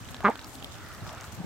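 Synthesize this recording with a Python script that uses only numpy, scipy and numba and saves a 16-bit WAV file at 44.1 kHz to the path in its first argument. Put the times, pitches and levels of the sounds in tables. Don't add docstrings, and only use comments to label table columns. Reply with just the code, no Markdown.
import sys
import numpy as np
from scipy import signal
from scipy.io import wavfile
from scipy.ndimage import uniform_filter1d
from numba import njit

SR = 44100
rng = np.random.default_rng(int(sys.argv[2]) if len(sys.argv) > 2 else 0)


def dump(signal):
    limited = np.clip(np.atleast_2d(signal).T, -1, 1)
    pcm = np.round(limited * 32767).astype(np.int16)
    wavfile.write(sys.argv[1], SR, pcm)


def to_linear_factor(level_db):
    exponent = np.asarray(level_db, float) / 20
    return 10 ** exponent


N = 63945


@njit
def svf(x, hz, width, low):
    y, b, l = np.empty(len(x)), 0., 0.
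    for i in range(len(x)):
        g, k = np.tan(np.pi * hz[i] / SR), width / hz[i]
        v = (b + g * (x[i] + 1e-18 - l)) / (1 + g * (g + k))
        y[i] = low * (l + g * v) + (1 - low) * k * v
        b, l = 2 * v - b, l + 2 * g * v
    return y


def band(x, hz, width, low=0.):
    return svf(x, np.clip(hz + np.zeros(len(x)), 10, .45 * SR), float(width), low)


def noise():
    return rng.standard_normal(N)


def unit(x):
    return x / np.sqrt(np.mean(x ** 2))


def walk(rate):
    hold = int(SR / rate)
    steps = np.repeat(rng.standard_normal(N // hold + 1), hold)
    return 1.28 * uniform_filter1d(uniform_filter1d(steps, hold), hold)[:N]


def curve(table, axis):
    rows = np.array(table)
    return np.interp(np.arange(N) / SR, rows[:, 0], rows[:, axis])


def swell(start, length):
    return np.sin(np.pi * np.clip((np.arange(N) / SR - start) / length, 0, 1))


def lean(pan_db):
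    return np.array([[pan_db], [-pan_db]]) / 2


def place(x, pan_db):
    lag_s = 4e-5
    late = np.interp(np.arange(N) - lag_s * SR, np.arange(N), x)
    return to_linear_factor(lean(pan_db)) * np.array([late, x])


# (frequency [Hz], level [dB per Hz])
PARK_TONE = [(88, -30), (150, -5.5), (492, -9), (713, -5.5), (866, -10), (1230, -7.5), (2340, -15),
             (7530, -21), (15800, -31.5)]
# (frequency [Hz], likeness [0-1])
PARK_LIKENESS = [(60, 0), (250, 1), (1000, 0.59), (2000, 0.13), (4000, 0), (9000, .0)]
# (frequency [Hz], left minus right [dB])
PARK_BALANCE = [(250, 3), (4000, -5), (6500, 2.5), (14000, 3.5)]


def park():
    def read(table, hz):
        rows = np.array(table)
        return np.interp(np.log(hz), np.log(rows[:, 0]), rows[:, 1])

    level_db = -48
    out, slow, quick = 0, walk(2.27), walk(23.0)
    for hz in 160 * 2 ** np.arange(0, 6.7, 1 / 3):
        edges = [hz / 1.143, min(hz * 1.126, .45 * SR)]
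        third = signal.butter(2, edges, "band", fs=SR, output="sos")
        mid, side = unit(signal.sosfilt(third, rng.standard_normal((2, N))))
        like = np.clip(read(PARK_LIKENESS, hz), 0, .99)
        db = read(PARK_TONE, hz) + 10 * np.log10(hz)
        db = db + 0.78 * slow + 0.72 * quick + 1.0 * walk(11.85) + lean(read(PARK_BALANCE, hz))
        out = out + to_linear_factor(db) * (np.sqrt(1 + like) * mid + np.sqrt(1 - like) * side * np.array([[1], [-1]]))
    return unit(out) * to_linear_factor(level_db)


def breeze():
    level_db, buffet_db, centre_hz, width_hz, shared = -49, 3, 83.7, 68.5, 0.19

    def tumble():
        air = band(band(noise(), centre_hz, width_hz), centre_hz, 2.8 * width_hz)
        return unit(air) * to_linear_factor(buffet_db * walk(24.9))

    own = np.array([tumble(), tumble()])
    return to_linear_factor(level_db) * (np.sqrt(1 - shared) * own + np.sqrt(shared) * tumble())


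# (time [s], length [s], level [dB], centre [Hz], left minus right [dB])
GUST_THUMPS = [(.005, 0.029, -39.5, 112, 7), (0.598, 0.06, -47.5, 104, -5), (0.722, 0.069, -43, 90, -7),
               (.8, .05, -50, 100, -6), (0.902, .07, -50.5, 83, -5), (1.009, 0.042, -35.5, 109.5, 0),
               (1.07, 0.02, -41, 140, -5), (1.16, 0.031, -47, 121, -2), (1.269, 0.0364, -43.5, 93, 2),
               (1.32, 0.033, -39, 113, -6), (1.374, 0.023, -37, 134, 1), (1.391, 0.035, -36.5, 157, 6),
               (1.436, 0.033, -31.5, 165.5, 0)]


def gusts():
    roar_db, out = -7, 0
    for s, d, db, hz, pan in GUST_THUMPS:
        waver = walk(60.24) + 0.9 * np.array([walk(39.83), walk(39.96)])
        turn = np.cumsum(hz * (1 + 0.131 * waver), axis=1) / SR
        middle = int(max(s + d / 2, 0) * SR) % N
        turn = turn - turn[:, [middle]]
        thump = np.sin(2 * np.pi * turn + np.array([[.6], [-.6]]))
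        out = out + to_linear_factor(db + 3.5 + 2.1 * walk(79.9) + lean(pan)) * swell(s, d) * thump
        roar = unit(band(band(noise(), 1.3 * hz, hz), 1.54 * hz, 1.17 * hz))
        out = out + to_linear_factor(db + roar_db) * swell(s, d) * roar
    return out


def breath(calls, flutter_db):
    out, t = 0, np.arange(N) / SR
    for s, d, db, start_hz, end_hz, width in calls:
        hz = np.interp(t, [s, s + d], [start_hz, end_hz])
        air = unit(band(band(noise(), hz, width), hz, 1.25 * width))
        out = out + to_linear_factor(db + flutter_db * walk(40.02)) * swell(s, d) ** 0.37 * air
    return out


# (time [s], length [s], level [dB], start [Hz], end [Hz], width [Hz])
COOS = [
    (-.05, 0.45, -51.5, 251, 266, 56),
    (.3, 0.38, -56, 276, 272, 58),
    (.76, 0.14, -54, 268, 328, 59.6),
    (1.08, 0.1, -52.5, 238, 322, 60),
]


def coo():
    return breath(COOS, flutter_db=5.5)


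def clicks(events, cycles, crack_db):
    out, chance = np.zeros((2, N + 512)), rng.standard_normal((len(events), 2, 512))
    t = np.arange(512) / SR
    for (s, db, hz, pan), hiss in zip(events, chance):
        turn = hiss[:, :1] * min(hz / 5000, 1.5)
        attack = 1 - np.exp(-t * hz / 0.61)
        decay = np.exp(-np.log(1000) * t * hz / cycles)
        ring = attack * decay * np.sin(2 * np.pi * hz * t + turn)
        dulled = uniform_filter1d(hiss + hiss[0], size=1 + int(SR / hz / 5))
        crack = to_linear_factor(crack_db) * np.exp(-t / 0.002) * dulled
        i = int(s * SR)
        out[:, i:i + 512] += to_linear_factor(db + lean(pan)) * (ring / np.abs(ring).max() + crack)
    return out[:, :N]


def grass():
    tears_per_s, level_db, spread_db, top_db = 270, -55, 3.5, 13
    rows = []
    for when, force, pitch, side in rng.random((int(tears_per_s * N / SR), 4)):
        db = level_db + min(top_db, -spread_db * np.log(1 - force))
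        rows.append((when * (N / SR), db, 2500 * 5.3 ** pitch, 16 * (side - .35)))
    return clicks(rows, cycles=27.5, crack_db=-11)


# (time [s], peak [dB], pitch [Hz], left minus right [dB])
MORE_SNAPS = [(.0388, -44, 2610, -2), (.4783, -43, 3950, 1.5), (0.8014, -49, 3500, -2),
              (0.833, -43, 6550, 5), (0.8634, -42, 3670, -2), (0.9176, -40, 2710, -.5),
              (1.0932, -33, 3400, -4), (1.1807, -39, 3580, -6), (1.242, -37, 5000, 6),
              (1.325, -44, 2930, 3.5)]
# (time [s], peak [dB], pitch [Hz], left minus right [dB])
BILL_SNAPS = [(0.0893, -38.5, 3340, -10), (0.127, -46, 2820, -4), (0.145, -27, 3600, 0),
              (0.166, -34, 3840, -4), (0.2998, -33, 8000, -2), (0.3564, -36, 4030, -10),
              (0.3936, -32, 3950, -4), (0.4145, -38, 3830, -7), (0.445, -30.5, 5000, 0),
              (0.495, -38, 7040, 3), (0.554, -35.5, 4070, -5), (0.6261, -31.5, 3380, -7.5),
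              (0.645, -23.5, 3350, 2), (0.6614, -56, 3300, -1), (0.7061, -53, 3370, -2),
              (0.72, -40, 3730, -14), (0.743, -39.5, 3330, -12), (0.8894, -45, 3280, -7),
              (0.9485, -34.5, 4850, -1), (1.0765, -40, 3870, -14), (1.1496, -40, 6260, 12),
              (1.2101, -32, 6650, -1), (1.226, -40, 7800, -4)]


def snaps():
    return clicks([*BILL_SNAPS, *MORE_SNAPS], cycles=12.4, crack_db=-13)


# (time [s], length [s], level [dB], start [Hz],
# end [Hz], width [Hz])
HUFFS = [(.08, 0.39, -53.5, 1630, 1590, 403), (.38, 0.32, -54, 837, 800, 300),
         (.42, 0.083, -57, 1310, 1250, 250), (.72, 0.39, -52, 1450, 1190, 343),
         (.8, 0.29, -55, 1920, 1750, 302), (.95, 0.36, -52, 697, 800, 350),
         (1.02, 0.275, -49, 1270, 1430, 640), (1.33, 0.18, -54.5, 770, 790, 484),
         (.298, 0.044, -46, 1900, 1500, 900), (1.39, 0.059, -58, 416, 396, 302),
         (1.43, .05, -45, 447, 600, 510)]


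def huff():
    return breath(HUFFS, flutter_db=2.2)


# (time [s], length [s], level [dB], centre [Hz], left minus right [dB])
BRUSHES = [(0.085, 0.038, -55, 7100, 7), (0.098, 0.036, -59, 12500, 6), (0.452, 0.15, -55, 8500, 11),
           (0.46, 0.14, -62.5, 13000, 9), (0.71, 0.055, -53, 6150, 1), (0.915, 0.11, -62, 13000, 6),
           (1.025, 0.1, -55.5, 5600, 4), (1.199, 0.081, -55, 7700, 8), (1.22, 0.084, -63, 14300, 7),
           (1.316, 0.046, -54, 7150, 14.5), (1.32, 0.049, -63, 13000, 14)]


def rustle():
    out = 0
    for s, d, db, hz, pan in BRUSHES:
        pair = np.array([unit(band(noise(), hz, .5 * hz)) * to_linear_factor(3.7 * walk(150)) for _ in range(2)])
        out = out + to_linear_factor(db + lean(pan)) * swell(s, d) ** 0.66 * pair
    return out


# (time [s], peak [dB], pitch [Hz], left minus right [dB])
TURF_PECKS = [(0.087, -37, 1740, 4), (0.144, -31.5, 1020, 3), (0.206, -31, 1480, -3.5),
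              (0.356, -27, 1250, 0), (0.392, -36.5, 1240, -1), (0.444, -49, 750, 9), (0.624, -41, 680, 4),
              (0.754, -37.5, 1510, 3), (0.871, -48, 1230, 2.0), (1.066, -35, 1340, 6.5),
              (1.175, -42, 1360, 2), (1.203, -35.5, 1620, -2)]


def pecks():
    return clicks(TURF_PECKS, cycles=3.6, crack_db=-3.5)


# (time [s], peak [dB], pitch [Hz], left minus right [dB])
BILL_KNOCKS = [
    (.2048, -33, 680, 0),
    (1.2175, -41, 1900, 0),
    (1.2437, -33, 1260, 0),
]


def knocks():
    return clicks(BILL_KNOCKS, cycles=13, crack_db=-12)


# (time [s], length [s], start [Hz], end [Hz], level [dB])
WINDPIPE = [
    (.209, .017, 950, 1450, -48),
    (.225, .012, 1250, 950, -43),
    (.226, .008, 1600, 1500, -49),
    (.233, .012, 950, 620, -32),
    (.299, .011, 870, 930, -31.5),
    (.311, .008, 1000, 950, -41),
    (.33, .013, 1050, 880, -48),
]


def wheeze():
    out, t = 0, np.arange(N) / SR
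    for s, d, start_hz, end_hz, db in WINDPIPE:
        hz = np.interp(t, [s, s + d], [start_hz, end_hz]) * (1 + 0.03 * walk(300))
        out = out + to_linear_factor(db + 3.2 * walk(242.0)) * swell(s, d) * np.sin(2 * np.pi * np.cumsum(hz) / SR)
    return out


# (time [s], pitch [Hz], chest level [dB], bill opening [dB])
QUACK_COURSE = [
    (.239, 200, -33, -1),
    (.2445, 203.6, -25, -3),
    (.25, 203, -24.5, 3),
    (.259, 202.8, -26, 2.5),
    (.267, 192, -26, 1),
    (.276, 206, -29, 1.5),
    (.281, 228, -24.5, -1.5),
    (.293, 228.6, -25, -7.5),
    (.302, 263, -36.5, -9.5),
]
# (centre [Hz], width [Hz], level [dB])
THROAT_RINGS = [(1158, 167, 3), (1700, 260, -8), (2085, 200, -10.5)]


def quack():
    first_pulse_s, jitter, shimmer_db, rasp_db, haze_db = .2686, .004, 1.1, -13, -29.5
    chest_hz, chest_low_hz, bill_top_hz, throat_sag_per_db = 915, 165, 2166, 0.08
    t, bill = np.arange(N) / SR, curve(QUACK_COURSE, axis=3)
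    phase = np.cumsum(curve(QUACK_COURSE, axis=1) * (1 + jitter * walk(152))) / SR
    phase -= np.interp(first_pulse_s, t, phase)
    sounding = (t > QUACK_COURSE[0][0]) * (t < QUACK_COURSE[-1][0])
    push = sounding * to_linear_factor(curve(QUACK_COURSE, axis=2) + shimmer_db * walk(202.3))
    buzz = -push * sum(np.cos(2 * np.pi * k * phase) for k in range(1, 21))
    rasp = push * to_linear_factor(rasp_db + bill) * 10 * np.exp(-(phase % 1) / .5) * noise()
    chest = band(buzz, chest_hz, 1.27 * chest_hz, low=1.)
    chest = band(chest, 1.08 * chest_hz, 1.84 * chest_hz, low=1.)
    chest = chest - band(chest, chest_low_hz, 1.34 * chest_low_hz, low=1.)
    air = buzz * to_linear_factor(bill) + rasp
    sag = 1 + throat_sag_per_db * np.minimum(bill, 0)
    ring = 0
    for k, (hz, width, db) in enumerate(THROAT_RINGS):
        ring = ring + (-1) ** k * to_linear_factor(db) * band(air, hz * sag, width)
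    bill_filter = signal.cheby1(4, 1, bill_top_hz, fs=SR, output="sos")
    voice = signal.sosfilt(bill_filter, chest + 2 * ring)
    haze = to_linear_factor(haze_db) * band(air + 6 * rasp, 2800, 1200)
    return voice + haze


# (delay [s], level [dB])
FLOCK_ECHOES = [
    (.006, -17),
    (0.012, -38),
    (0.022, -15),
    (0.04, -27),
]


def flock_echo(duck):
    dull = band(duck, 1170, 1800)
    return np.array([sum(to_linear_factor(db) * np.roll(dull, int(s * SR * stretch)) for s, db in FLOCK_ECHOES)
                     for stretch in (.93, 1.08)])


def scene():
    background = park() + breeze() + gusts()
    breaths = place(coo() + huff(), -0.24)
    feeding = grass() + snaps() + pecks() + knocks()
    duck = 1.5 * wheeze() + quack()
    return background + breaths + feeding + rustle() + place(duck, -1.7) + flock_echo(duck)


def low_pass(x):
    return signal.sosfilt(signal.butter(12, 16470, fs=SR, output="sos"), x)


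def record(dry):
    notch_hz, notch_width_hz, notch_depth, top_hz, bass_cut_hz = 9970, 3300, 0.47, 15900, 33
    wet = np.array([x - notch_depth * band(x, notch_hz, notch_width_hz) for x in dry])
    wet = signal.sosfilt(signal.ellip(10, .2, 70, top_hz, fs=SR, output="sos"), wet)
    wet = signal.sosfilt(signal.butter(2, bass_cut_hz, "high", fs=SR, output="sos"), wet)
    return low_pass(wet)


dry = scene()
out = record(dry)
dump(out)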